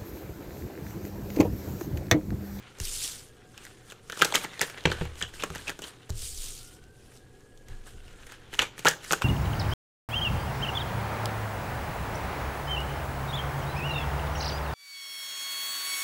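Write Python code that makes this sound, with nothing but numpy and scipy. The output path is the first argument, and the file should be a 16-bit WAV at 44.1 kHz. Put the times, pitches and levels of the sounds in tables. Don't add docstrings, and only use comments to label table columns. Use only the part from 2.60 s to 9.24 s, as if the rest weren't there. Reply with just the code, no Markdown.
import sys
import numpy as np
from scipy import signal
from scipy.fft import rfft, irfft, next_fast_len
from scipy.io import wavfile
from scipy.ndimage import uniform_filter1d

SR = 44100
rng = np.random.default_rng(int(sys.argv[2]) if len(sys.argv) > 2 else 0)


def put_to_file(sound):
    columns = np.atleast_2d(sound).T
    safe = np.clip(columns, -1, 1)
    whole_steps = np.round(safe * 32767)
    wavfile.write(sys.argv[1], SR, whole_steps.astype(np.int16))


def amplitude_ratio(level_db):
    exponent = np.asarray(level_db, float) / 20
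    return 10 ** exponent


N = 292824

# frequency in Hz, relative density in dB per Hz.
ROOM_COLOUR = [(53, -24.5), (90, -2.5), (125, -0.5), (200, -7), (470, -4.5), (640, -19), (1000, -24.5),
               (1900, -29.5), (3000, -33), (5000, -34), (8000, -37.5), (11000, -32.5), (14500, -34.5),
               (16500, -51)]
ROOM_DB = -57
# frequency in Hz, rms level in dB.
HUM_PARTIALS = [(120, -62), (239, -80.5), (387.6, -71.5), (479.1, -77), (737.5, -71)]

# time in seconds, pitch in Hz, level in dB.
EARLY_TONE = [(0, 1380, -60), (.5, 1402, -78), (.7, 1657, -68), (.9, 1603, -71), (1.2, 1625, -77.5)]
# time in seconds, pitch in Hz, level in dB.
LATE_TONE = [(3.8, 1205, -68), (4.0, 1360, -68), (4.15, 1470, -68), (4.3, 1550, -68.5), (4.5, 1625, -68.5),
             (4.8, 1660, -69), (5.27, 1675, -69), (5.36, 1500, -69), (5.6, 1383, -69), (5.9, 1230, -68)]

# time in seconds, rms level in dB.
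SHAKE_LEVEL = [(0, -60.5), (.17, -66), (.22, -43), (.42, -52), (.76, -58), (1.31, -60), (1.53, -62),
               (2.25, -63), (2.42, -38.5), (2.55, -49.5), (3.22, -54.5), (3.47, -70), (3.54, -37.5),
               (3.72, -44), (3.9, -53.5), (4.55, -57.5), (5.05, -58), (5.12, -46.5), (5.3, -55.5),
               (5.37, -51), (5.71, -55.5), (5.94, -52.5), (6.3, -60), (6.64, -56)]
# frequency in Hz, relative density in dB per Hz.
SHAKE_COLOUR = [(10, 6), (28, 8), (45, 0.5), (76, 3.5), (110, -7.5), (170, -42)]
# start in seconds, boom level in dB, upper ring level in dB,
# level of the stand's sway in dB, thud level in dB.
KNOCKS = [(0.2065, -37, -35.5, -28.5, -30.5), (2.2545, -18.5, -14, -37, -42), (2.412, -24, -17, -44.5, -44),
          (2.621, -35, -36, -56, -62), (2.903, -33, -29, -59, -42), (3.5033, -23.5, -33, -32, -29),
          (3.771, -50, -65, -29.5, -60), (4.227, -47.5, -62.5, -59.5, -59), (4.927, -56, -56, -43, -62.5),
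          (5.088, -38, -42.5, -30.5, -52), (5.342, -38.5, -47, -37, -52), (5.517, -48, -57.5, -41.5, -60),
          (6.509, -52, -28, -60, -55)]
# frequency in Hz, level relative to the knock in dB, t60 in seconds.
TABLE_MODES = [(76.3, -8.5, 0.5), (112.9, -8.5, 0.36), (159.4, -3, 0.12), (271, -17, 0.11),
               (379, -14.5, 0.15), (482, -21, 0.297)]
SWAY_HZ, SWAY_T60, SWAY_RISE = 22.1, 0.66, 0.017
THUD_HZ, THUD_T60, THUD_RISE = 88.6, 0.11, 0.0025

# frequency in Hz, relative density in dB per Hz.
HISS_COLOUR = [(710, -51), (1200, -19.5), (1380, -25.5), (2450, -11.5), (3080, -6), (4240, -5), (8730, -2),
               (15100, -4.5), (16000, -25), (16500, -47.5)]
# frequency in Hz, relative density in dB per Hz.
SCRAPE_COLOUR = [(500, 1), (900, 1), (1500, 6), (2200, 1.5), (3000, 3), (4200, -3), (5200, -10),
                 (7000, -10), (10000, -34), (15000, -38)]
# time in seconds, hiss level in dB, scrape level in dB.
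HOLD = [(0, -68, -55.5), (.3, -58, -57.5), (.8, -70.5, -65), (1.4, -76, -63.5), (2, -72.5, -53),
        (2.53, -75.5, -57.5), (3, -74, -54.5), (3.45, -65, -59), (4.3, -77, -77.5), (5.1, -75.5, -73),
        (5.85, -72, -58.5), (6.15, -83, -55.5), (6.64, -72, -50)]
# time in seconds, hiss level in dB, scrape level in dB.
SLIDES = [
    [(.172, -67, -69), (.19, -58, -57), (.214, -39.5, -57), (.257, -33, -57), (.335, -34.5, -56),
     (.36, -31.5, -58.5), (.382, -36, -55), (.42, -32.5, -52), (.432, -29, -53), (.445, -30, -50),
     (.478, -33, -53), (.5, -38.5, -51.5), (.635, -50, -60), (.708, -64.5, -68), (.86, -73.5, -70)],
    [(3.52, -61, -54), (3.58, -41.5, -62), (3.656, -36.5, -59.5), (3.751, -41.5, -71), (3.857, -37.5, -58),
     (3.961, -42.5, -62.5), (4.165, -57, -62.5), (4.2, -66.5, -66.5), (4.29, -75.5, -72)],
]
# peak time in seconds, seconds to rise the last 20 dB,
# seconds to fall 20 dB (the sign of either is ignored), hiss level in dB, scrape level in dB.
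STROKES = [(.922, 0.14, 0.5, -61, -69), (.98, 0.15, 0.5, -69, -59), (1.04, 0.07, 0.23, -54.5, -53.5),
           (1.316, 0.12, 0.04, -52.5, -52), (1.47, 2, 4.5, -69, -72.5), (1.55, 0.12, 0.21, -49, -64),
           (1.604, 0.07, 0.22, -38.5, -42), (1.668, 0.04, 0.34, -47, -42.5), (1.749, 0, 0.06, -27.5, -25.5),
           (1.842, 0.07, -0.01, -37.5, -39), (2.018, .014, .045, -31, -33), (1.93, -0.2, 0.3, -62, -50),
           (2.075, 0.27, -0.2, -49, -44.5), (2.185, 0, -0.3, -69.5, -57), (2.33, 0.17, 0.28, -50.5, -41),
           (2.39, .03, .15, -54, -54), (2.425, .015, .09, -57, -45), (2.596, .045, .04, -43, -56),
           (2.628, .04, .05, -50, -40), (2.69, .05, .05, -56, -58), (2.745, .02, .15, -46.5, -49),
           (2.805, .02, .08, -48, -45), (2.96, 0.14, 0.08, -62, -45), (3.03, 0.36, 0.12, -49, -54),
           (3.082, .025, .06, -45, -38), (3.226, .015, .12, -46, -40), (3.288, .12, .025, -45, -52),
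           (4.42, -0.3, 0.2, -63.5, -73), (4.57, 0.3, 0.08, -57, -61), (4.82, -1.5, 0.4, -67.5, -67),
           (4.98, 0.1, 0.5, -68, -70.5), (5.089, 0.0329, -0.32, -60.5, -54.5),
           (5.27, 0.04, 0.18, -52.5, -56.5), (5.476, 0.15, 0.7, -62, -58), (5.625, .05, .08, -57, -58),
           (5.67, .03, .05, -55, -54), (5.72, .05, .07, -54, -50), (5.94, .045, .05, -49, -48),
           (5.975, .03, .08, -50, -54.5), (6.022, .03, .06, -42, -33), (6.19, .022, .04, -43, -45),
           (6.23, .04, .05, -52, -52), (6.272, .02, .07, -30, -32), (6.445, .04, .06, -47, -55),
           (6.505, .08, .02, -39, -50), (6.535, .03, .07, -37, -40), (6.621, .012, .06, -43, -39) ]
ROUNDNESS = 1.12
SETTLE_DB, SETTLE_T60 = -21.5, .12

# start in seconds, hollow level in dB, pitch the hollow settles to in Hz,
# edge crack level in dB, level of the flap of air in dB; levels are peaks ahead of the low cuts.
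SNAPS = [(0.1866, -46.5, 2260, -32, -45), (0.2007, -30.5, 1690, -26, -35), (0.2015, -29, 2660, -14.5, -43),
         (0.361, -48, 3700, -27, -58.5), (.391, -35, 3600, -26.5, -58), (.42, -29, 2200, -25.5, -64),
         (0.438, -34, 3680, -20.5, -58.5), (0.447, -25, 3040, -26, -44), (0.4765, -32, 3420, -29.5, -63.5),
         (0.9781, -32, 2660, -27, -59), (1.0514, -34, 1750, -25.5, -45), (1.067, -35, 1700, -53, -59.5),
         (1.301, -35.5, 3660, -33, -59), (1.3113, -35.5, 2970, -37, -68), (1.3217, -29, 1190, -30, -36),
         (1.499, -22, 1500, -21.5, -35.5), (1.522, -26, 3350, -24, -50), (1.527, -23.5, 1280, -42, -32),
         (1.574, -28, 1250, -25.5, -33.5), (1.5925, -30, 2930, -23, -39), (1.601, -42, 2600, -41, -26.5),
         (1.612, -19, 2500, -28.5, -25), (1.617, -9.5, 2500, -27.5, -19.5), (1.6212, -1, 1320, -1.5, -14),
         (1.6268, -16, 1570, -25, -36.5), (1.63, -11, 1590, -17, -39.5), (1.6475, -20, 2620, -4.5, -23.5),
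         (1.6503, -17.5, 3696, -20, -25), (1.6537, -22, 1447, -11, -21.5), (1.705, -29.5, 1450, -33, -30.5),
         (1.724, -21, 3440, -24, -21.5), (1.7398, -25, 1500, -19, -26), (1.7419, -14, 2080, -19.5, -36),
         (1.7455, -30, 3000, -11, -35), (1.7492, -30, 3400, -12, -37), (1.7505, -12, 1500, -30, -19),
         (1.7548, -9.5, 3260, -1.5, -24), (1.7633, -14, 1470, -26, -24), (1.8445, -26.5, 2400, -18, -28.5),
         (1.8482, -24, 2120, -40, -24.5), (1.8544, -28.5, 1370, -30, -55), (1.977, -36.5, 1890, -49.5, -45),
         (1.9943, -19, 3470, -28, -30), (2.01, -17, 1970, -27.5, -32), (2.0145, -9, 1690, -2, -19),
         (2.0228, -21, 2897, -25, -36), (2.03, -17.5, 1780, -33.5, -24),
         (2.0988, -27.5, 1590, -23.5, -36.5), (2.144, -36, 1790, -44.5, -37),
         (2.176, -32, 1850, -40, -43.5), (2.1813, -28, 1900, -50, -37), (2.208, -36, 3570, -45.5, -52.5),
         (2.239, -36, 2930, -35, -43), (2.2544, -9.5, 1710, -24, -11.5), (2.2565, -8.5, 2900, -38.5, -13),
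         (2.2597, -15.5, 1270, -28, -17.5), (2.272, -25.5, 2880, -39.5, -20), (2.3004, -25, 2170, -40, -24),
         (2.3157, -23.5, 3287, -25, -29), (2.3181, -14.5, 1480, -29, -22), (2.3263, -28, 1530, -25, -33),
         (2.413, -32.5, 910, -43, -24.5), (2.4196, -28, 1440, -45, -22), (2.4532, -39.5, 2380, -29, -32.5),
         (2.5558, -35.5, 3220, -36, -45), (2.6088, -30, 3000, -38, -50), (2.6141, -21.5, 1660, -21, -38),
         (2.625, -15, 3040, -39, -37), (2.634, -25, 3100, -42, -49), (2.679, -42, 3200, -43.5, -48),
         (2.739, -35, 1610, -33.5, -41), (2.7982, -29.5, 2640, -43.5, -47.5), (2.81, -32, 3150, -43.5, -51),
         (2.818, -36.5, 3350, -42.5, -47), (2.8236, -22, 2800, -36, -33), (2.8363, -16, 1000, -19, -23.5),
         (2.838, -17.5, 1110, -15, -22.5), (2.903, -28, 1140, -27, -30), (2.9505, -28, 1530, -23, -57),
         (2.9576, -23.5, 1620, -22, -30.5), (2.9814, -33, 3200, -27, -45), (2.997, -40.5, 1700, -47.5, -51),
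         (3.0217, -36, 3120, -41, -43), (3.0754, -29.5, 2580, -34.5, -34), (3.0803, -20, 2600, -32.5, -35),
         (3.0874, -26, 2700, -33, -33), (3.0952, -18, 1650, -16, -29), (3.102, -27, 1510, -21, -34),
         (3.191, -31.5, 1300, -28, -29.5), (3.2202, -33.5, 2780, -23, -34), (3.2401, -28, 3030, -33.5, -36),
         (3.273, -33, 3680, -37, -59), (3.4938, -36.5, 1500, -31, -35), (3.4984, -39, 900.5, -25, -36),
         (3.5038, -35, 3900, -21, -36.5), (4.24, -49, 2670, -43.5, -66.5), (4.574, -45, 3760, -40, -60.5),
         (4.807, -55.5, 1700, -43, -63), (4.9754, -49, 3160, -41, -61), (5.085, -43, 1730, -34, -57.5),
         (5.17, -61, 2510, -45.5, -58.5), (5.27, -58, 1590, -39, -61.5), (5.4039, -45, 1510, -48, -54),
         (5.48, -42, 2760, -47, -53.5), (5.5093, -43, 1600, -45, -59), (5.668, -37, 1710, -32.5, -49),
         (5.699, -37, 1680, -36.5, -51), (5.7212, -32, 1680, -29, -40), (5.9303, -30, 1320, -33, -35),
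         (5.9385, -25, 2000, -23, -42.5), (5.9446, -23.5, 2880, -29, -35), (5.952, -32, 1490, -28, -54),
         (5.989, -33, 3060, -38, -30), (5.9916, -7.5, 2900, -18.5, -36), (5.9922, -8.5, 1600, -18, -34),
         (5.9983, -14, 2420, -15, -31), (6.0095, -27.5, 1600, -32.5, -26), (6.018, -17.5, 2900, -26.5, -31),
         (6.0206, -16.5, 3120, -15, -31), (6.0233, -18.5, 900, -30, -24.5), (6.0278, -25, 3210, -18, -25.5),
         (6.18, -29, 1700, -26.5, -38), (6.193, -25.5, 2500, -20, -33), (6.2493, -17, 2400, -13.5, -18),
         (6.2551, -12.5, 1380, -12, -8.5), (6.2623, -11.5, 1350, -16, -28), (6.2692, -8.5, 2820, -13, -23),
         (6.272, -7, 1555, -23, -23), (6.278, -6.5, 1470, -19, -12.5), (6.2846, -14, 1610, -0.5, -21.5),
         (6.291, -21, 1640, -11, -48.5), (6.3, -26, 1590, -24, -46), (6.3107, -28, 1590, -21, -46.5),
         (6.432, -41, 2000, -36, -55), (6.4432, -37, 2501, -25, -43), (6.4477, -33, 1640, -27, -41.5),
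         (6.509, -10.5, 1290, -39, -20), (6.515, -25, 1010, -16, -20.5), (6.5234, -20.5, 2720, -2.5, -16.5),
         (6.532, -9.5, 1350, -6, -13.5), (6.6147, -36, 899.6, -38, -29.5),
         (6.6202, -13.5, 1270, -16.5, -29)]
LEAD = .008
CHATTER_T60, CHATTER_POWER = 0.017, 0.29

# frequency in Hz, t60 in seconds.
ECHO_DECAY = [(250, 0.34), (1000, 0.33), (2000, 0.21), (4000, 0.27), (8000, 0.25), (14000, 0.31)]
# frequency in Hz, relative level in dB.
ECHO_COLOUR = [(250, 5), (1500, 1), (4000, 2), (7000, 3.5), (12000, 0.5)]
ECHO_DB = -13.5

# start in seconds, end in seconds, pitch at start in Hz,
# pitch at end in Hz, level ahead of the fade in dB.
DRAGS = [(1.63, 1.711, 1540, 1440, -34.5), (1.859, 1.93, 1970, 1990, -49), (1.927, 2.007, 2000, 1940, -46),
         (1.879, 2.0, 3650, 3600, -53), (2.61, 2.655, 1800, 1650, -35), (2.627, 2.691, 3200, 2930, -42),
         (2.795, 2.833, 2690, 3330, -40), (2.984, 3.006, 1650, 1700, -44.5),
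         (3.069, 3.091, 2694, 2785, -37), (3.223, 3.26, 2900, 3200, -40), (5.996, 6.024, 1580, 1560, -32),
         (6.255, 6.282, 1400, 1630, -17), (6.283, 6.348, 1700, 1620, -28),
         (6.531, 6.552, 1460, 1520, -22.5), (6.573, 6.633, 1500, 1490, -46)]
DRAG_FADE_DB = -14

# frequency in Hz, gain in dB.
TREBLE_ROLL_OFF = [(20, -0.5), (9000, -0.5), (12000, -8.5), (15500, -12), (16100, -20.5), (16600, -44.5)]


def evened(x):
    return x / np.sqrt(np.mean(x ** 2) + 1e-20)


def peaked(x):
    return x / (abs(x).max() + 1e-20)


def read(points, hz):
    f, value = np.transpose(points)
    return np.interp(np.log(hz + 1), np.log(f + 1), value)


def colour(x, points):
    size = next_fast_len(len(x))
    gain = amplitude_ratio(read(points, np.fft.rfftfreq(size, 1 / SR)))
    return evened(irfft(rfft(x, size) * gain, size)[:len(x)])


def curve(rows, column):
    return np.interp(np.arange(N) / SR, [r[0] for r in rows], [r[column] for r in rows])


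def add(mix, s, sound):
    part = mix[round(s * SR):][:len(sound)]
    part += sound[:len(part)]


def smoothed(x, size):
    return uniform_filter1d(uniform_filter1d(x, size), size)


def resonate(x, hz, width):
    turn = np.exp(2j * np.pi * np.cumsum(hz * np.ones(len(x))) / SR)
    r = np.exp(-np.pi * abs(width) / SR)
    return 2 * (turn * signal.lfilter([1 - r], [1, -r], x / turn)).real


def room():
    noise = rng.standard_normal(N)
    hum = np.zeros(N)
    for hz, db in HUM_PARTIALS:
        steady = np.sin(2 * np.pi * hz * np.arange(N) / SR)
        waver = hz / 400 * evened(resonate(noise, hz, hz / 40))
        hum += amplitude_ratio(db) * evened(steady + waver)
    return amplitude_ratio(ROOM_DB) * colour(rng.standard_normal(N), ROOM_COLOUR) + hum


def far_tone():
    out = np.zeros(N)
    for rows in (EARLY_TONE, LATE_TONE):
        s, hz, db = np.transpose(rows)
        t = np.arange(s[0], s[-1], 1 / SR)
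        hz = np.interp(t, s, hz)
        blur = evened(resonate(resonate(rng.standard_normal(len(t)), hz, 60), hz, 100))
        tone = evened(blur + .6 * np.sin(2 * np.pi * np.cumsum(hz) / SR))
        add(out, s[0], amplitude_ratio(np.interp(t, s, db)) * tone * signal.windows.tukey(len(t), .15))
    return out


def table():
    out = colour(rng.standard_normal(N), SHAKE_COLOUR) * amplitude_ratio(curve(SHAKE_LEVEL, 1))
    t = np.arange(SR // 2) / SR
    sway_swell = amplitude_ratio(-60 * t / SWAY_T60) * (1 - np.exp(-(t / SWAY_RISE) ** 2))
    sway = sway_swell * np.sin(2 * np.pi * SWAY_HZ * t)
    thud_swell = amplitude_ratio(-60 * t / THUD_T60) * (1 - np.exp(-t / THUD_RISE))
    thud = peaked(thud_swell * np.sin(2 * np.pi * THUD_HZ * t))
    for s, boom_db, ring_db, sway_db, thud_db in KNOCKS:
        add(out, s, amplitude_ratio(sway_db) * sway + amplitude_ratio(thud_db) * thud)
        for hz, db, t60 in TABLE_MODES:
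            level_db = (boom_db if hz < 130 else ring_db) + db
            rise = 1 - np.exp(-t * hz / (THUD_HZ * THUD_RISE))
            add(out, s, amplitude_ratio(level_db - 60 * t / t60) * rise * np.sin(2 * np.pi * hz * t))
    return out


def grit(spread_db, flutter_db, span):
    grains = amplitude_ratio(spread_db * np.minimum(rng.exponential(1, N), 5))
    flutter = evened(smoothed(rng.standard_normal(N), round(span * SR)))
    return rng.standard_normal(N) * grains * amplitude_ratio(flutter_db * flutter)


def patchy(x, patchy_db):
    z = signal.stft(x, nperseg=256)[2]
    patches = uniform_filter1d(rng.standard_normal(z.shape), size=8, axis=0)
    patches = evened(uniform_filter1d(patches, size=10, axis=1))
    return signal.istft(z * amplitude_ratio(patchy_db * patches), nperseg=256)[1][:N]


def contact(column):
    t = np.arange(N) / SR
    power = amplitude_ratio(2 * curve(HOLD, column))
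    for rows in SLIDES:
        power += amplitude_ratio(2 * curve(rows, column)) * (t > rows[0][0]) * (t < rows[-1][0])
    for row in STROKES:
        peak, rise, fall = row[:3]
        near = slice(max(round((peak - .5) * SR), 0), round((peak + .5) * SR))
        before, after = (peak - t[near]) / abs(rise), (t[near] - peak) / abs(fall)
        away = np.where(t[near] < peak, before, after)
        power[near] += amplitude_ratio(2 * (row[2 + column] - 20 * away ** ROUNDNESS))
    return power


def settling():
    blows = np.zeros((2, N))
    blows[:, 0] = 1e-9, 1e-9 * SNAPS[0][2]
    for s, db, hz, *_ in SNAPS:
        blows[:, round(s * SR)] += amplitude_ratio(2 * (db + SETTLE_DB)) * np.array([1, hz])
    power, weighted = signal.lfilter([1], [1, -amplitude_ratio(-2 * 60 / (SETTLE_T60 * SR))], blows)
    return power, weighted / power


def rubbing():
    hiss = colour(patchy(grit(2.2, 1.54, 0.0028), patchy_db=2.0), HISS_COLOUR) * np.sqrt(contact(column=1))
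    scrape = colour(patchy(grit(4.17, 1.67, 0.012), patchy_db=1.5), SCRAPE_COLOUR)
    settle, hz = settling()
    rub = contact(column=2)
    wander = evened(smoothed(rng.standard_normal(N), 500))
    hz = hz * (1 + .04 * wander)
    ringing = resonate(resonate(scrape, hz, 220), hz, 600)
    ringing = ringing + 0.57 * resonate(resonate(scrape, 1.8 * hz, 500), 2.1 * hz, 900)
    ringing = evened(ringing) * np.sqrt(0.027 * rub + 0.27 * settle)
    return hiss + scrape * np.sqrt(rub + settle) + ringing


def snaps():
    out, t = np.zeros(N), np.arange(3000) / SR - LEAD
    after = np.maximum(t, 0)
    blow = (t >= 0) * (1 - after / .00008) * np.exp(-after / .00008)
    sag = 1 + 0.5 * np.exp(-after / 0.00025)
    for (s, db, hz, edge_db, flap_db), noise in zip(SNAPS, rng.standard_normal((len(SNAPS), 3000))):
        t60 = CHATTER_T60 * (1500 / hz) ** CHATTER_POWER
        dying = amplitude_ratio(-60 * after / np.clip(t60, .003, .15))
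        chatter = np.where(t < 0, np.exp(t / 0.00037), dying)
        drive = blow + 0.061 * noise ** 3 * chatter
        hollow = resonate(resonate(drive, hz * sag, 560), hz * sag, 1800)
        hollow = hollow + 0.44 * resonate(resonate(drive, 1.9 * hz, 830), 2.48 * hz, 2000)
        edge_chatter = np.where(t < 0, chatter, chatter ** .85)
        crackle = np.diff(blow + .07 * noise * abs(noise) * edge_chatter, prepend=0)
        edge = resonate(resonate(crackle, 4900, 4500), 6800, 2800)
        edge = edge + 0.39 * resonate(resonate(crackle, 12000, 3900), 11000, 7200)
        flap = resonate(resonate(drive, 430, 360), 480, 830)
        flap = flap + 0.63 * resonate(resonate(drive, 795.0, 130), 823.0, 250)
        flap = flap - 0.9 * resonate(resonate(drive, 140, 110), 140, 230)
        snap = amplitude_ratio(db) * peaked(hollow) + amplitude_ratio(edge_db) * peaked(edge) + amplitude_ratio(flap_db) * peaked(flap)
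        add(out, s - LEAD, snap)
    return out


def echo(x):
    taps = np.zeros(SR // 2)
    at = np.arange(200, SR // 2 - 20, 20)
    taps[at + rng.integers(0, 20, len(at))] = rng.choice([-1., 1.], len(at))
    hz, t, z = signal.stft(taps, SR, nperseg=256)
    decay_db = read(ECHO_COLOUR, hz)[:, None] - 60 * t / read(ECHO_DECAY, hz)[:, None]
    tail = signal.istft(z * amplitude_ratio(decay_db), SR, nperseg=256)[1]
    return signal.fftconvolve(x, tail / np.linalg.norm(tail))[:N]


def drags():
    out = np.zeros(N)
    for start, end, hz0, hz1, db in DRAGS:
        u = np.linspace(0, 1, max(round((end - start) * SR), 99))
        hz = hz0 + (hz1 - hz0) * u
        noise = rng.standard_normal(len(u)) ** 3
        sing = resonate(resonate(noise, hz, 280), hz, 600)
        sing = sing + 0.13 * resonate(resonate(noise, 1.83 * hz, 500), 1.83 * hz, 900)
        add(out, start, amplitude_ratio(db + DRAG_FADE_DB * u) * evened(sing) * signal.windows.tukey(len(u), .2))
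    return out


def scene():
    low_cut = signal.butter(2, 90, "high", fs=SR, output="sos")
    hits = signal.sosfilt(np.tile(low_cut, (2, 1)), snaps())
    hits = hits - 0.74 * resonate(hits, 251, 110)
    cards = hits + amplitude_ratio(ECHO_DB) * echo(hits) + rubbing() + drags()
    return (cards + table() + room() + far_tone())[None]


def band_limit(x):
    return signal.sosfilt(signal.butter(12, 16660, fs=SR, output="sos"), x)


def record(dry):
    hz = np.linspace(0, SR / 2, 200)
    taps = signal.firwin2(257, hz, amplitude_ratio(read(TREBLE_ROLL_OFF, hz)), fs=SR)
    mix = signal.oaconvolve(dry, taps[None], "same")
    return band_limit(mix)


dry = scene()
out = record(dry)
put_to_file(out)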